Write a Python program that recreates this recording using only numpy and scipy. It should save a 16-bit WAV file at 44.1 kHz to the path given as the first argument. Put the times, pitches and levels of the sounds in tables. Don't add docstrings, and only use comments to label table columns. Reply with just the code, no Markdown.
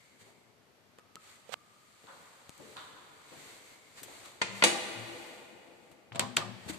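import sys
import numpy as np
from scipy import signal
from scipy.fft import rfft, irfft, next_fast_len
from scipy.io import wavfile
from scipy.ndimage import uniform_filter1d, map_coordinates

SR = 44100
rng = np.random.default_rng(int(sys.argv[2]) if len(sys.argv) > 2 else 0)


def transcribe(u):
    v = np.clip(np.atleast_2d(u).T, -1, 1)
    q = np.round(v * 32767).astype(np.int16)
    wavfile.write(sys.argv[1], SR, q)


N = 298998

# start in seconds, heel level in dB, heel pitch in Hz, sole level in dB,
# sole lag in seconds, trouser swish in dB.
FOOTFALLS = [(0.105, -60.5, 200, -75, 0.027, -71), (0.209, -57, 210, -62, 0.05, -72),
             (2.034, -55.5, 250, -55, 0.049, -62), (2.582, -53.5, 131, -48.5, 0.012, -56.5),
             (3.313, -49.5, 254, -56.5, 0.00802, -52.5), (4.013, -50, 216, -52, 0.063, -52.5),
             (6.655, -40, 125, -49, 0.012, -54)]
# start in seconds, level, bass and treble in dB, decay time in
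# seconds, pitch of the touched spot in Hz, its emphasis in dB.
TOUCHES = [(0.9858, -43, 0.5, -8, 0.011, 520, 10), (0.994, -52, 3, -2, 0.012, 1700, 7),
           (1.156, -32.5, 2, 4, 0.0041, 2700, 11), (1.160, -53.5, 4, -15, 0.043, 160, 9),
           (1.358, -55, 10, -20, 0.036, 170, 16), (1.493, -39, 21, 4, 0.016, 600, 13),
           (1.5407, -24.5, -10, -18, 0.0043, 1500, -1), (2.494, -32, 13.5, 5.5, 0.0041, 3000, 4),
           (2.504, -44.5, -2, 6, 0.003, 3000, 1), (2.579, -41, 9, 12, 0.0022, 3000, -3),
           (4.030, -39, -11, 2.5, 0.07, 13200, 12), (4.259, -41, -8, 0, 0.008, 3000, -2),
           (5.913, -52, 11, 3, 0.073, 7000, -4)]


def amp(db):
    return 10 ** (np.asarray(db) / 20)


def unit(x):
    return x / np.sqrt(np.mean(x ** 2) + 1e-20)


def along(points, hz):
    freqs, values = np.transpose(points)
    return np.interp(np.log(hz + 1), np.log(freqs + 1), values)


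def bump(hz, centre_hz, width_hz):
    return 1 / (1 + (2 * (hz - centre_hz) / width_hz) ** 2)


def shelved(points, bass_db, treble_db, hz):
    return along(points, hz) + along([(350, bass_db), (1400, 0), (3000, 0.0084), (7000, treble_db)], hz)


def coloured(x, gain_db):
    n = x.shape[-1]
    m = 2 * next_fast_len(n // 2 + 2048)
    gain = amp(gain_db(np.fft.rfftfreq(m, 1 / SR)))
    cepstrum = irfft(np.log(gain + 1e-6))
    cepstrum[1:m // 2] *= 2
    cepstrum[m // 2 + 1:] = 0
    return irfft(rfft(x, m) * np.exp(rfft(cepstrum)), m)[..., :n]


def noise(gain_db):
    return unit(coloured(rng.standard_normal((2, N)), gain_db))


def wobble(rate):
    knots = rng.standard_normal(int(N * rate / SR) + 4)
    return map_coordinates(knots, [np.arange(N) * rate / SR])


def add(track, start_s, x):
    start = max(round(start_s * SR), 0)
    part = x[..., :max(N - start, 0)]
    track[..., start:start + part.shape[-1]] += part


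def burst(colour, rise, t60):
    t = np.arange(SR // 2) / SR
    envelope = (1 - np.exp(-(t / rise) ** 2)) * amp(-60 * t / t60)
    envelope /= envelope.max()
    flurry = rfft(envelope * rng.standard_normal((2, len(t))), SR)
    power = np.abs(uniform_filter1d(np.abs(flurry) ** 2, size=500, axis=1))
    whitened = irfft(flurry / np.sqrt(power + 1e-12), SR)[:, :len(t)]
    x = coloured(whitened, colour)
    return x / np.linalg.norm(x, axis=1, keepdims=True) * np.linalg.norm(envelope)


def ring(modes, spread_hz, attack):
    t = np.arange(SR) / SR
    out = np.zeros((2, SR))
    for hz, db, t60 in modes:
        knots = rng.standard_normal((2, 256)) + 1j * rng.standard_normal((2, 256))
        beats = np.array([np.interp(t * spread_hz, np.arange(256), k) for k in knots])
        fade = amp(-60 * t / t60) * (1 - np.exp(-t / attack)) * (1 - t)
        mode = np.real(beats * np.exp(2j * np.pi * hz * t)) * fade
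        mode /= np.linalg.norm(mode, axis=1, keepdims=True)
        out += amp(db) * mode * np.linalg.norm(fade) / np.sqrt(2)
    return out


def tail(t60s, seconds):
    hz, t, spectra = signal.stft(rng.standard_normal((2, int(seconds * SR))), SR, nperseg=256)
    decay = amp(-60 * t / along(t60s, hz)[:, None])
    _, response = signal.istft(spectra * decay, SR, nperseg=256)
    return response / np.linalg.norm(response[0])


def in_room(x, lobby_db, stairs_db):
    # frequency in Hz, T60 in seconds.
    lobby_t60 = [(100, 0.33), (400, 0.84), (2500, 0.36), (8000, 0.39), (14000, 0.23)]
    stairwell_t60 = [(100, 2.9), (450, 4.56), (1200, 2.5), (2400, 2.54), (4500, 1.7), (8000, 1.19),
                     (14000, 2.04)]
    response = amp(stairs_db) * tail(stairwell_t60, seconds=2)
    response[:, :SR] += amp(lobby_db) * tail(lobby_t60, seconds=1)[:, :SR]
    response = np.pad(response, ((0, 0), (int(0.005 * SR), 0)))
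    response[:, 0] = 1
    return signal.fftconvolve(x, response, axes=1)


def hush():
    # frequency in Hz, level in dB.
    spectrum = [(15, -78), (25, -43.5), (48, -32), (71, -8.5), (93, -2.5), (115, -2.5), (154, -5),
                (219, -3), (769, -12), (1280, -13.5), (2180, -15), (9520, -29), (13800, -28.5),
                (15000, -44.5)]
    # centre in Hz, width in Hz, boost in dB.
    resonances = [(205.5, 24, 0), (4520, 150, 4.5)]
    peaks = lambda hz: sum(db * bump(hz, centre, width) for centre, width, db in resonances)
    return amp(-65 + 0.81 * wobble(rate=1)) * noise(lambda hz: along(spectrum, hz) + peaks(hz))


def whistle():
    # time in seconds, level in dB.
    envelope = [(0, -69), (0.45, -74), (0.65, -87), (2.9, -80), (3.35, -66), (3.8, -66), (4.3, -78),
                (6.7, -79.5)]
    times, levels_db = np.transpose(envelope)
    level = amp(np.interp(np.arange(N) / SR, times, levels_db))
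    return level * noise(lambda hz: 20 * np.log10(bump(hz, centre_hz=2170, width_hz=320)))


def clothes():
    # peak time in seconds, level in dB, Gaussian width in seconds.
    sleeves = [(0.03, -64.5, 0.14), (0.215, -57.5, 0.016), (0.272, -62.5, 0.042), (1.29, -56, 0.063),
               (1.38, -63, 0.072), (3.706, -57.5, 0.055), (3.99, -50, 0.019), (4.268, -54, 0.022),
               (4.59, -48, 0.043), (5.2, -53.5, 0.18), (5.859, -70.5, 0.11), (6.699, -39, 0.011),
               (6.741, -47.5, 0.012)]
    # frequency in Hz, level in dB.
    fabric = [(200, -3.5), (900, 1.5), (1700, 3.5), (2150, 6.5), (2700, 1.5), (4600, 1.5), (5100, -7),
              (7600, 1), (9200, -4), (10800, -10), (14000, -9)]
    t = np.arange(N) / SR
    walk_start_s, walk_end_s, fade_s = 1.17, 6.22, 0.99
    level = amp(-61.5) * np.clip(np.minimum(t - walk_start_s, walk_end_s - t) / fade_s, 0, 1)
    swing_lag_s, swing_width_s = 0.15, 0.14
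    legs = [(start + swing_lag_s, db, swing_width_s) for start, *_, db in FOOTFALLS]
    for peak, db, width in legs + sleeves:
        swell = amp(db) * np.exp(-0.5 * ((t - peak) / width) ** 2)
        level = np.hypot(level, swell)
    fibres = rng.standard_normal((2, N)) * amp(0.6 * wobble(rate=350))
    return level * unit(coloured(fibres, lambda hz: along(fabric, hz)))


def shoe_contact(pitch_hz, octaves, rise, t60):
    hump = lambda hz: -13 * np.log10(1 + (np.log2((hz + 1) / pitch_hz) / octaves) ** 4)
    colour = lambda hz: hump(hz) + along([(40, -17), (100, 0)], hz)
    return in_room(burst(colour, rise, t60), lobby_db=-6, stairs_db=1)


def grit():
    # frequency in Hz, level in dB.
    grain = [(200, -9.5), (1500, -3.5), (2800, 0), (3700, 5), (4500, -1.5), (5300, -16), (8000, -15),
             (14000, -29.5)]
    grains_per_s, t60 = 370, 0.11
    t = np.arange(SR // 2) / SR
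    cracking = rng.random(len(t)) < grains_per_s / SR
    cracks = cracking * rng.standard_normal((2, len(t))) * amp(-60 * t / t60)
    crunch = coloured(cracks, lambda hz: along(grain, hz))
    crunch *= amp(-9.5) * np.sqrt(t60 * SR) / (np.linalg.norm(crunch) + 1e-9)
    return in_room(crunch, lobby_db=-1, stairs_db=2)


def steps():
    # start in seconds, scrape level in dB, grit level in dB, rise in seconds.
    scuffs = [(2.06, -53, -58, 0.045), (2.758, -46, -43.5, 0.0079), (2.958, -55.5, -66, 0.0035),
              (4.238, -57, -55.5, 0.006), (6.686, -55, -58, 0.006)]
    out = np.zeros((2, N))
    for start, heel_db, pitch_hz, sole_db, lag, _ in FOOTFALLS:
        heel = shoe_contact(pitch_hz, octaves=0.99, rise=0.005, t60=0.11)
        sole = shoe_contact(2.5 * pitch_hz, octaves=0.79, rise=0.0027, t60=0.18)
        add(out, start, amp(heel_db) * heel)
        add(out, start + lag, amp(sole_db) * sole)
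    for start, scrape_db, grit_db, rise in scuffs:
        add(out, start, amp(scrape_db) * shoe_contact(pitch_hz=1168, octaves=0.47, rise=rise, t60=0.16))
        add(out, start + 0.009, amp(grit_db) * grit())
    return out


def hollow_ring():
    # start in seconds, level in dB, pitch in Hz, T60 in seconds.
    pings = [(0.9854, -45, 1268, 0.027), (1.1668, -41.5, 1284, 0.043), (6.42, -35, 1197, 0.1)]
    t, level = np.arange(N) / SR, np.zeros(N)
    average_db = np.mean([db for _, db, *_ in TOUCHES])
    hollow_t60 = 7.4
    for start, db, *_ in TOUCHES:
        onset_db = -75 + 0.2 * (db - average_db)
        decay_db = -60 * np.abs(t - start) / hollow_t60
        level = np.hypot(level, amp(onset_db + decay_db) * (t > start))
    out = level * noise(lambda hz: 20 * np.log10(bump(hz, centre_hz=1217, width_hz=130)))
    for start, db, hz, t60 in pings:
        modes = [(hz, 0, t60), (hz, -19, 0.73)]
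        add(out, start, amp(db) * ring(modes, spread_hz=29, attack=0.00042))
    return out


def fingers():
    # frequency in Hz, level in dB.
    case = [(30, -12), (150, 1), (330, -1), (600, -3.5), (1300, -4), (4400, -7), (5200, -12), (6200, -9),
            (8500, -7.5), (11000, -19.5), (14500, -12.5)]
    out, t = np.zeros((2, N)), np.arange(N) / SR
    coherence = 0.55
    for start, db, bass_db, treble_db, t60, spot_hz, spot_db in TOUCHES:
        spot = lambda hz: spot_db * bump(hz, spot_hz, width_hz=0.7 * spot_hz)
        colour = lambda hz: shelved(case, bass_db, treble_db, hz) + spot(hz)
        left, independent = amp(db) * burst(colour, rise=0.023 * t60, t60=t60)
        right = coherence * left + np.sqrt(1 - coherence ** 2) * independent
        add(out, start, np.array([left, right]))
    catch_s, release_s, swell_s = 1.522, 1.542, 0.037
    drag = np.exp(-np.abs(release_s - t) / swell_s) * (t < release_s)
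    drag *= np.where(t > catch_s, 1, amp(-9.5))
    out += amp(-39) * drag * noise(lambda hz: shelved(case, bass_db=-2, treble_db=-6.5, hz=hz))
    side_db = np.interp(t, [1.2, 1.5, 1.6, 2.4], [0, -13, -11.5, 2.5])
    return out * amp([side_db - abs(side_db) / 2, -side_db - abs(side_db) / 2])


def panel_boom():
    # start in seconds, low mode level in dB, high mode level in dB, T60 in seconds.
    booms = [(4.419, -41, -35, 0.68), (4.948, -33, -54, 0.45), (6.112, -28.5, -53, 0.11),
             (6.400, -35, -36, 0.7), (6.47, -53, -33.5, 0.53)]
    low_hz, high_hz = 113, 195
    out = np.zeros((2, N))
    for start, low_db, high_db, t60 in booms:
        modes = [(low_hz, low_db, t60), (high_hz, high_db, t60)]
        add(out, start, ring(modes, spread_hz=10, attack=0.046))
    return out


def shaft_knock():
    modes = [(302, 3.5, 0.053), (322, -14, 0.42), (191, -12.5, 0.5)]
    out = np.zeros((2, N))
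    add(out, 6.696, amp(-28) * ring(modes, spread_hz=12, attack=0.0029))
    return out


def button():
    # start in seconds, level, bass, treble and cap clack in dB, decay time
    # in seconds, spring and frame ring in dB, favoured frame pitch in Hz.
    contacts = [(6.12, -38.5, 10, -32, 9, 0.02, -44, -55, 113),
                (6.147, -37.5, 14, -15, -5, 0.042, -45, -48.5, 680),
                (6.157, -32, 17.5, 0.5, 8, 0.029, -34, -49, 660),
                (6.1943, -16, 3, 6.5, 4.5, 0.012, -22, -39.5, 244),
                (6.203, -31.5, 7, -12, -11, 0.057, -40, -43, 1000),
                (6.3658, -23, -19, 8, -1, 0.0097, -25, -52, 1140),
                (6.3685, -14, -25, 2.5, 11.5, 0.011, -17.5, -41.5, 367)]
    # frequency in Hz, level in dB.
    switch = [(30, -50), (150, 6.5), (400, -8), (700, 1.5), (1500, 2), (3000, 0.5), (3900, 2.5),
              (4600, -1.5), (5200, -12), (5900, -4.5), (6700, -8), (7400, 6), (8100, 1.5), (9000, -3),
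              (10200, -17.5), (12700, -14), (14500, -12)]
    housing = [(30, -32), (150, 7), (400, -0.5), (700, 1), (1300, -1.5), (1900, 0.5), (3200, -2),
               (4600, -5), (5400, -10), (7800, -15), (10200, -22), (14500, -28)]
    # frequency in Hz, level in dB.
    spring_partials = [(3160, 5), (4700, 6.5), (6000, 2), (7380, 7)]
    # frequency in Hz, level in dB, T60 in seconds.
    frame_modes = [(112.6, -3.5, 1), (195.4, -7, 0.94), (241, -7.5, 0.81), (359, -10, 0.57),
                   (535, -5, 0.35), (595, -1, 0.25), (683, -1, 0.28), (802, -3.5, 0.4), (957, -2.5, 0.28),
                   (1040, -2, 0.35), (1125, -2, 0.32), (1223, 0, 0.32)]
    spring_t60, favour_db = 0.035, 12.5
    spring_modes = [(hz, level, spring_t60) for hz, level in spring_partials]
    out = np.zeros((2, N))
    for start, db, bass_db, treble_db, cap_db, t60, spring_db, frame_db, favoured_hz in contacts:
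        cap = lambda hz: cap_db * bump(hz, centre_hz=2470, width_hz=3400)
        snap = burst(lambda hz: shelved(switch, bass_db, treble_db, hz) + cap(hz), rise=0.00055, t60=t60)
        rattle = amp(-15) * burst(lambda hz: along(housing, hz), rise=0.0035, t60=0.13)
        driven_modes = [(hz, level + favour_db * bump(hz, favoured_hz, width_hz=80), decay)
                        for hz, level, decay in frame_modes]
        add(out, start, amp(db) * in_room(snap, lobby_db=-19, stairs_db=-24))
        add(out, start, amp(db) * in_room(rattle, lobby_db=-8, stairs_db=-10))
        add(out, start, amp(db + spring_db) * ring(spring_modes, spread_hz=40, attack=0.00076))
        add(out, start, amp(frame_db) * ring(driven_modes, spread_hz=28, attack=0.011))
    return out


def door():
    # start in seconds, level, bass and treble in dB, cutoff in Hz, rise and
    # decay time in seconds, then leaf ring, latch ring, lobby and stairwell reverberation in dB.
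    contacts = [(4.416, -23, 2, 0, 8000, 0.00032, 0.057, -28.5, -0.5, -7.5, -6.5),
                (4.6226, -18.5, 2, -11, 9500, 0.0015, 0.044, -40.5, -3, -22, -10),
                (4.6379, -10.5, 1, 3.5, 12500, 0.00033, 0.039, -19.5, -28, -5.5, -8),
                (4.646, -19.5, 4, 4.5, 12500, 0.00034, 0.058, -30.5, -28.5, -7.5, -14)]
    # frequency in Hz, level in dB.
    spectrum = [(30, -27.5), (135, -1), (200, 5.5), (275, -0.5), (340, 1.5), (480, 0.5), (620, 0.5),
                (1050, 0.5), (1400, -3), (1850, 2.5), (2400, 4.5), (4650, -1.5), (5050, -9.5), (5800, -6.5),
                (8000, -5), (9800, -8), (10800, -20.5), (13000, -15), (14500, -25)]
    # frequency in Hz, level in dB,
    # T60 in seconds.
    leaf_modes = [(203, 3.5, 0.12), (344.6, 5.5, 0.4), (497.3, 4.5, 0.16), (692, -7.5, 0.46),
                  (798, -1, 0.54), (1170, -5.5, 0.51), (1885, -1.5, 0.32), (2285, -2, 0.36),
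                  (2540, 1, 0.18), (2730, -1.5, 0.19), (2880, -7, 0.45), (3570, 0.5, 0.2),
                  (3840, -3.5, 0.49), (4670, -1, 0.18), (6540, -7, 0.22), (9300, -7, 0.12)]
    latch_modes = [(622, -19, 0.051), (875, -6, 0.055), (1034, -8, 0.061), (1426, 1, 0.066),
                   (1863, 1.5, 0.034), (2080, 7.5, 0.043), (2490, -4, 0.077), (4490, -3, 0.04)]
    out = np.zeros((2, N))
    for (start, db, bass_db, treble_db, cutoff_hz, rise, t60,
         leaf_db, latch_db, lobby_db, stairs_db) in contacts:
        rolloff = lambda hz: 10 * np.log10(1 + (hz / cutoff_hz) ** 10)
        colour = lambda hz: shelved(spectrum, bass_db, treble_db, hz) - rolloff(hz)
        blow = burst(colour, rise, t60)
        leaf = amp(leaf_db) * ring(leaf_modes, spread_hz=32, attack=0.0025)
        latch = amp(latch_db) * ring(latch_modes, spread_hz=73, attack=0.0015)
        add(out, start, amp(db) * in_room(blow, lobby_db, stairs_db))
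        add(out, start, amp(db) * in_room(leaf + latch, lobby_db=-18, stairs_db=-11.5))
        add(out, start - 0.003, amp(db - 21.5) * burst(colour, rise=0.0012, t60=0.014))
    return out


def scene():
    # frequency in Hz, coherence from 0 to 1.
    port_coherence = [(150, 0.83), (350, 0.72), (700, 0.35), (1400, 0.061), (12000, 0)]
    impacts = door() + panel_boom() + button() + shaft_knock() + steps()
    left, independent = impacts + clothes() + hollow_ring() + whistle() + hush()
    coherence = along(port_coherence, np.fft.rfftfreq(N, 1 / SR))
    right = irfft(coherence * rfft(left) + np.sqrt(1 - coherence ** 2) * rfft(independent), N)
    return np.array([left, right]) + fingers()


def record(dry):
    # frequency in Hz, gain in dB.
    right_port = [(40, -27), (110, -13), (340, -15), (470, -0.5), (1000, 0), (2200, -2.5), (4500, 0.5),
                  (8000, 1), (13000, -4)]
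    cutoff_hz = 14400
    m = next_fast_len(N + SR // 2)
    hz = np.fft.rfftfreq(m, 1 / SR)
    ports = np.array([np.ones_like(hz), amp(along(right_port, hz))])
    band_limit = 1 / np.sqrt(1 + (hz / cutoff_hz) ** 160)
    return irfft(rfft(dry, m) * ports * band_limit, m)[:, :N]


dry = scene()
out = record(dry)
transcribe(out)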